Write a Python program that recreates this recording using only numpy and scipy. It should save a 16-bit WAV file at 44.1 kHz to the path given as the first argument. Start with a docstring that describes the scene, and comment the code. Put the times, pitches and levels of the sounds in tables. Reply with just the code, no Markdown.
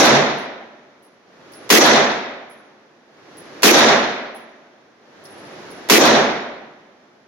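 """First comes the roar of a shot just fired: a submachine gun on an indoor range, heard from behind.
Three more shots follow, each a clack of the action, a bright blast fluttering in the booth, two knocks
of the bolt and the long reverberation of the hall. Spent brass cases bounce and ring on the floor.
The recorder's limiter flattens each report, and its gain control ducks the rush of the ventilation,
which swells back between shots."""
import sys
import numpy as np
from scipy import signal
from scipy.fft import rfft, irfft, next_fast_len
from scipy.io import wavfile
from scipy.ndimage import uniform_filter1d, minimum_filter1d

SR = 44100
rng = np.random.default_rng(int(sys.argv[2]) if len(sys.argv) > 2 else 0)


def inscribe(sig):
    """Save sig as 16-bit PCM at rate SR to the path in sys.argv[1].

    A 1-D sig is mono; a 2-D sig holds one channel per row.
    Samples are clipped to [-1, 1] before scaling.
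    """
    pcm = np.round(np.clip(np.atleast_2d(sig).T, -1, 1) * 32767)
    wavfile.write(sys.argv[1], SR, pcm.astype(np.int16))


N = 320607
AGE = np.arange(int(2.2 * SR)) / SR   # time since an event began [s]

# shots and the hall's response: (time [s], roar level [dB], low swell re roar [dB], treble lift [dB])
SHOT_EVENTS = [(-.105, -1.5, -19, 2.5), (1.7015, -2, -28.5, 4.5), (3.631, -1, -31, 4.5),
               (5.8975, -0.5, -29.5, 0.5)]
# spectrum of the muzzle blast: (frequency [Hz], relative density [dB])
BLAST_SPECTRUM = [(30, -20), (110, -31.5), (200, -5), (330, 7), (650, 3), (1100, -3.5), (2400, -8.5),
                  (4200, -11), (6500, -11.5), (8300, -24), (11500, -17.5), (15500, -23)]
# the bolt hits its rear stop, then slams shut: (delay [s], knock [dB], ring [dB], ring frequency [Hz])
BOLT_IMPACTS = [(0.038, 26.5, 24, 2840), (.058, 27.5, 31, 2190)]
# spectrum of the reverberant field: (frequency [Hz], relative density [dB])
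HALL_SPECTRUM = [(30, -21), (85, -28.5), (135, -16.5), (250, -1), (600, 2.5), (1100, -5.5), (1700, -6),
                 (3000, -13), (3700, -8.5), (4900, -13), (6000, -5.5), (7100, -13.5), (7700, -24.5),
                 (11500, -17.5), (15500, -31.5)]
# narrow peaks and dips that colour the lane's reverberation: (frequency [Hz], width [Hz], lift [dB])
LANE_COLOUR = [(150.3, 8.6, 12.5), (186, 71, -2.5), (221, 69, 9), (373, 8.3, 6.5), (488, 39, -3.5),
               (551, 22, -2.5), (712, 15, 2), (1003, 17, 1), (1450, 22, -1), (1808, 30, 0), (1984, 22, 3),
               (2750, 50, -3.5), (3930, 33, -3)]
# reverberation time of the hall: (frequency [Hz], t60 [s])
REVERB_TIMES = [(50, 1.2), (130, 0.97), (250, 0.88), (550, 1.01), (1100, 0.99), (2100, 1.026), (4000, .83),
                (6000, 0.61), (9000, 0.45), (15000, 0.19)]
# cases landing: (time [s], level [dB], ring frequency [Hz], ring t60 [s], clack re level [dB])
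CASE_LANDINGS = [(0.38, -29, 10600, .22, -12), (1.025, -35.5, 10650, 0.26, -15),
                 (1.52, -36, 10600, .28, -5), (2.1, -42, 10680, .35, -12), (2.496, -34, 10580, 0.36, -10),
                 (3.37, -37, 10600, 0.2, -16), (4.347, -27, 10540, .25, -14),
                 (5.238, -40.5, 10130, 0.9, 4.5), (5.704, -46.5, 10640, 0.33, -10)]
# spectrum of a case ticking on the floor: (frequency [Hz], relative density [dB])
TICK_SPECTRUM = [(2000, -20), (5400, -1), (8000, -10), (10600, 6), (13000, -7), (15500, 2)]
# spectrum of its duller clack as it tips over: (frequency [Hz], relative density [dB])
CLACK_SPECTRUM = [(2500, -25), (5400, 2), (7500, -23.5)]
# spectrum of the moving air: (frequency [Hz], relative density [dB])
VENT_SPECTRUM = [(25, -26.5), (76, -17.5), (130, -7.5), (200, -4.5), (354, 0), (545, -2.5), (962, -9),
                 (1700, -9), (2760, -16), (5880, -21), (6900, -27.5), (7800, -40.5), (11000, -38.5),
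                 (16000, -52)]
# likeness of the two channels in the diffuse field: (frequency [Hz], correlation [-1 to 1])
STEREO_CORRELATION = [(50, .84), (90, .86), (140, .97), (300, .82), (640, .65), (1300, .32), (2800, 0),
                      (5400, -.07), (12000, 0)]


def gun(blast_db=37, hall_db=24, clack_db=-22, clack_t60=.08, lock_time_s=.0091, treble_hz=1100):
    """Superposition: the action clacks just before each shot; blast, bolt and reverberation follow."""
    out = np.zeros((2, N))
    booth_paths, hall_paths = noise(BLAST_SPECTRUM), noise(HALL_SPECTRUM, colour=LANE_COLOUR)
    clumps, swell = echo_clumps(), low_swell()
    for time_s, level_db, swell_db, treble_db in SHOT_EVENTS:
        roar = from_db(hall_db + level_db) * (hall(hall_paths, clumps) + from_db(swell_db) * swell)
        roar += (from_db(treble_db) - 1) * butterworth(roar, treble_hz, "high", order=1)
        add(out, time_s - lock_time_s, from_db(clack_db) * steel_knock(clack_t60))
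        add(out, time_s, from_db(blast_db) * muzzle_blast(booth_paths) + bolt() + roar)
    return out


def muzzle_blast(paths, crack_t60=.12, crack_rise_s=.0015, boom_t60=.073, boom_rise_s=.012, split_hz=1000):
    """Incoherent arrivals add in power: each brings a sudden high crack and a low boom that swells."""
    pressure = vary_short_waves(paths, noise(BLAST_SPECTRUM))
    crack_power, boom_power = 0, 0
    for delay, crack_db, boom_db in blast_arrivals():
        growth = (np.maximum(AGE - delay, 0) / boom_rise_s) ** 2
        swell = 2 * growth / (1 + growth / 2)
        crack_power += (from_db(crack_db) * decay(crack_t60, delay)) ** 2
        boom_power += (from_db(boom_db) * swell * decay(boom_t60, delay)) ** 2
    onset = rise(crack_rise_s)   # the shooter's body rounds the first front
    crack = butterworth(pressure, split_hz, "high") * np.sqrt(crack_power) * onset
    boom = butterworth(pressure, split_hz, "low") * np.sqrt(boom_power)
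    return crack + boom


def blast_arrivals(round_trip_s=.0236, crack_loss_db=5, boom_loss_db=3, trips=3):
    """Flutter echo between the booth walls weakens each trip: (delay [s], crack [dB], boom [dB])."""
    direct, far_wall = (0, 3.7, 1.45), (.156, -27, -27)
    flutter = [((k + 1) * round_trip_s, .4 - k * crack_loss_db, 3 - k * boom_loss_db)
               for k in range(trips)]
    return [direct, *flutter, far_wall]


def bolt(knock_t60=.093, ring_t60=.089, skirt_ratio=5.832):
    """Impact excitation: each stop of the bolt knocks the receiver into a broad, damped resonance."""
    out = 0
    for delay, knock_db, ring_db, hz in BOLT_IMPACTS:
        ring = noise([(hz / skirt_ratio, -40), (hz, 0), (hz * skirt_ratio, -40)]) * decay(ring_t60)
        hit = from_db(knock_db) * steel_knock(knock_t60) + from_db(ring_db) * ring
        out = out + np.pad(hit, [(0, 0), (int(delay * SR), 0)])[:, :len(AGE)]
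    return out


def steel_knock(t60):
    """A brief contact has a wide spectrum: steel on steel gives a short, bright burst."""
    return unit_rms(butterworth(noise(BLAST_SPECTRUM), 2000, "high", order=1)) * decay(t60)


def hall(paths, clumps, rise_s=.024, linger_db=-38, linger_t60=3.22, far_hz=2200):
    """Reverberation with two slopes: the hall roars and dies away while its far end lingers faintly."""
    echoes = vary_short_waves(paths, noise(HALL_SPECTRUM, colour=LANE_COLOUR))
    far_end = butterworth(noise(HALL_SPECTRUM, colour=LANE_COLOUR), far_hz, "low")
    linger = from_db(linger_db) * far_end * decay(linger_t60)
    return (decay_by_band(echoes, clumps) + linger) * rise(rise_s)


def decay_by_band(echoes, clumps):
    """Absorption depends on frequency: each band wavers with its own gain and dies at its own rate."""
    padded = next_fast_len(len(AGE))
    hz, spectrum = np.fft.rfftfreq(padded, 1 / SR), rfft(echoes, padded)
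    centres, t60s = np.transpose(REVERB_TIMES)
    shares = [at_hz(np.c_[centres, weights], hz) for weights in np.eye(len(centres))]
    bands = [irfft(spectrum * share, padded)[:, :len(AGE)] for share in shares]
    return sum(band * gain * decay(t60) for band, gain, t60 in zip(bands, clumps, t60s))


def echo_clumps(depth_db=2.5, knots_per_s=70, merge_s=.5):
    """Echo density grows with time, so clumps merge: a random gain for each band that settles to one."""
    knots = rng.standard_normal((len(REVERB_TIMES), 400))
    spread_db = depth_db * np.exp(-AGE / merge_s)
    return [from_db(spread_db * np.interp(AGE * knots_per_s, np.arange(len(row)), row)) for row in knots]


def vary_short_waves(paths, fresh, split_hz=1400):
    """Interference: long waves repeat on every shot; short ones change a little from shot to shot."""
    return butterworth(paths, split_hz, "low") + butterworth(fresh, split_hz, "high")


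def low_swell(hz=149.2, delay_s=.21, rise_s=.02, t60=.46, skirt_ratio=1.3225):
    """The lowest resonance needs time to build up along the hall, so its deep hum comes late."""
    hum = noise([(hz / 4, -50), (hz / skirt_ratio, -25), (hz, 0), (hz * skirt_ratio, -45),
                 (hz * 10, -120)])
    return hum * rise(rise_s, delay_s) * decay(t60, delay_s)


def brass(tick_db=-4, tick_t60=.047, bounce_s=.0095, bounce_db=-2, touches=6, tip_s=.015, clack_t60=.1):
    """Inelastic collisions: a case clatters end to end in ever weaker touches, rings and tips over."""
    out = np.zeros((2, N))
    for time_s, level_db, hz, t60, clack_db in CASE_LANDINGS:
        delays = np.r_[0, np.cumsum(bounce_s * rng.uniform(.5, 1.5, touches - 1))]
        power = sum((from_db(k * bounce_db) * decay(tick_t60, s)) ** 2 for k, s in enumerate(delays))
        ticks = from_db(tick_db) * np.sqrt(power) * noise(TICK_SPECTRUM)
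        clack = from_db(clack_db) * decay(clack_t60, tip_s) * noise(CLACK_SPECTRUM)
        add(out, time_s, from_db(level_db) * (ticks + clack + case_ring(hz, t60)))
    return out


def case_ring(hz, t60, split_hz=55, pair_db=-7, spin_hz=14, spin_depth=.45, smear_db=-3, smear_hz=170):
    """Mode splitting: the slightly oval mouth rings with two close tones that throb as it tumbles."""
    phases = rng.uniform(0, 2 * np.pi, (3, 2, 1))
    tone = np.sin(2 * np.pi * hz * AGE + phases[0])
    pair = tone + from_db(pair_db) * np.sin(2 * np.pi * (hz + split_hz) * AGE + phases[1])
    tumble = 1 + spin_depth * np.cos(2 * np.pi * spin_hz * AGE + phases[2, 0])
    envelope = decay(t60) + from_db(-26.5) * decay(t60=.85)   # the case sings on as it rolls
    jitter = unit_rms(butterworth(rng.standard_normal((2, len(AGE))), smear_hz, "low"))
    smear = from_db(smear_db) * tone * jitter * decay(t60=.19)   # the clatter blurs the tone at first
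    return (pair * tumble * envelope + smear) * rise(rise_s=.007)


def ventilation(air_db=-37.5, whine_db=-75, whine_hz=10000):
    """Fan noise is broadband plus tonal: air rushes down the lanes and the drive whines faintly."""
    whine = np.sin(2 * np.pi * whine_hz * np.arange(N) / SR)
    return from_db(air_db) * noise(VENT_SPECTRUM, N) + from_db(whine_db) * whine


def noise(spectrum, size=len(AGE), colour=()):
    """A diffuse field: partly correlated stereo noise of rms 1, with optional narrow peaks and dips."""
    padded = next_fast_len(size)
    hz = np.fft.rfftfreq(padded, 1 / SR)
    colour_db = sum(db / (1 + (2 * (hz - centre) / width) ** 2) for centre, width, db in colour)
    correlation = at_hz(STEREO_CORRELATION, hz)
    mid, side = rfft(rng.standard_normal((2, padded)))
    pair = np.sqrt(1 + correlation) * mid + np.sqrt(1 - correlation) * side * [[1], [-1]]
    return unit_rms(irfft(pair * from_db(at_hz(spectrum, hz) + colour_db), padded)[:, :size])


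def from_db(db):
    """Amplitude ratio of a level in decibels."""
    return 10 ** (np.asarray(db) / 20)


def unit_rms(x):
    """Normalisation to a mean power of one."""
    return x / np.sqrt(np.mean(x ** 2) + 1e-20)


def at_hz(points, hz):
    """Interpolation of a table on a log-frequency axis."""
    frequencies, values = np.transpose(points)
    return np.interp(np.log(hz + 1), np.log(frequencies), values)


def rise(rise_s, delay=0):
    """Exponential build-up from 0 to 1 after a delay."""
    return 1 - np.exp(-np.maximum(AGE - delay, 0) / rise_s)


def decay(t60, delay=0):
    """Exponential decay that starts after a delay and falls 60 dB in t60 seconds."""
    return (AGE >= delay) * from_db(-60 * np.maximum(AGE - delay, 0) / t60)


def butterworth(x, hz, side, order=2):
    """Maximally flat low-pass or high-pass filter."""
    return signal.sosfilt(signal.butter(order, hz, side, fs=SR, output="sos"), x)


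def add(out, time_s, sound):
    """Superposition of a sound on the mix from time_s on."""
    start = int(round(time_s * SR))
    first, last = max(start, 0), min(start + sound.shape[-1], N)
    out[:, first:last] += sound[..., first - start:last - start]


def scene():
    """Pressures add; the right channel, on the open side of the booth, is 1 dB louder."""
    return (gun() + brass() + ventilation()) * from_db([[-.5], [.5]])


def running_level(x, window_s):
    """Short-time mean power of both channels, in dB."""
    power = uniform_filter1d(np.mean(x ** 2, axis=0), int(window_s * SR))
    return 10 * np.log10(np.maximum(power, 1e-12))


def released(reduction, per_s):
    """Peak following: a gain reduction sets in at once and lets go at a steady rate."""
    slope = per_s * np.arange(N) / SR
    return np.maximum.accumulate(reduction + slope) - slope


def gain_control(x, threshold_db=-2, depth_db=17, hold_s=.94, recover_s=.71, ease=1.98):
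    """Automatic gain control: loud sound turns the gain down; it holds, then eases back up."""
    loud = np.clip((running_level(x, window_s=.0022) - threshold_db) / 2, 0, 1)
    size = int(hold_s * SR)
    held = -minimum_filter1d(-loud, size, origin=(size - 1) // 2, mode="nearest")
    ducking = np.maximum(released(held, 1 / recover_s), 0) ** ease
    return x * from_db(-depth_db * ducking)


def limiter(x, threshold_db=-10, firmness=.9, release_db_per_s=400):
    """Fast compression holds the roar near one level until it dies below the threshold."""
    over_db = np.maximum(running_level(x, window_s=.004) - threshold_db, 0)
    return x * from_db(-firmness * released(over_db, release_db_per_s))


def record(dry, overload_db=46, low_cut_hz=60, high_cut_hz=16000):
    """Saturation in the microphone flattens the peaks; the recorder compresses, clips and band-limits."""
    saturated = from_db(overload_db) * np.tanh(dry / from_db(overload_db))
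    picked_up = butterworth(saturated, low_cut_hz, "high", order=1)
    squeezed = np.clip(limiter(gain_control(picked_up)), -1, 1)
    return signal.sosfilt(signal.ellip(10, .1, 70, high_cut_hz, fs=SR, output="sos"), squeezed)


dry = scene()
out = record(dry)
inscribe(out)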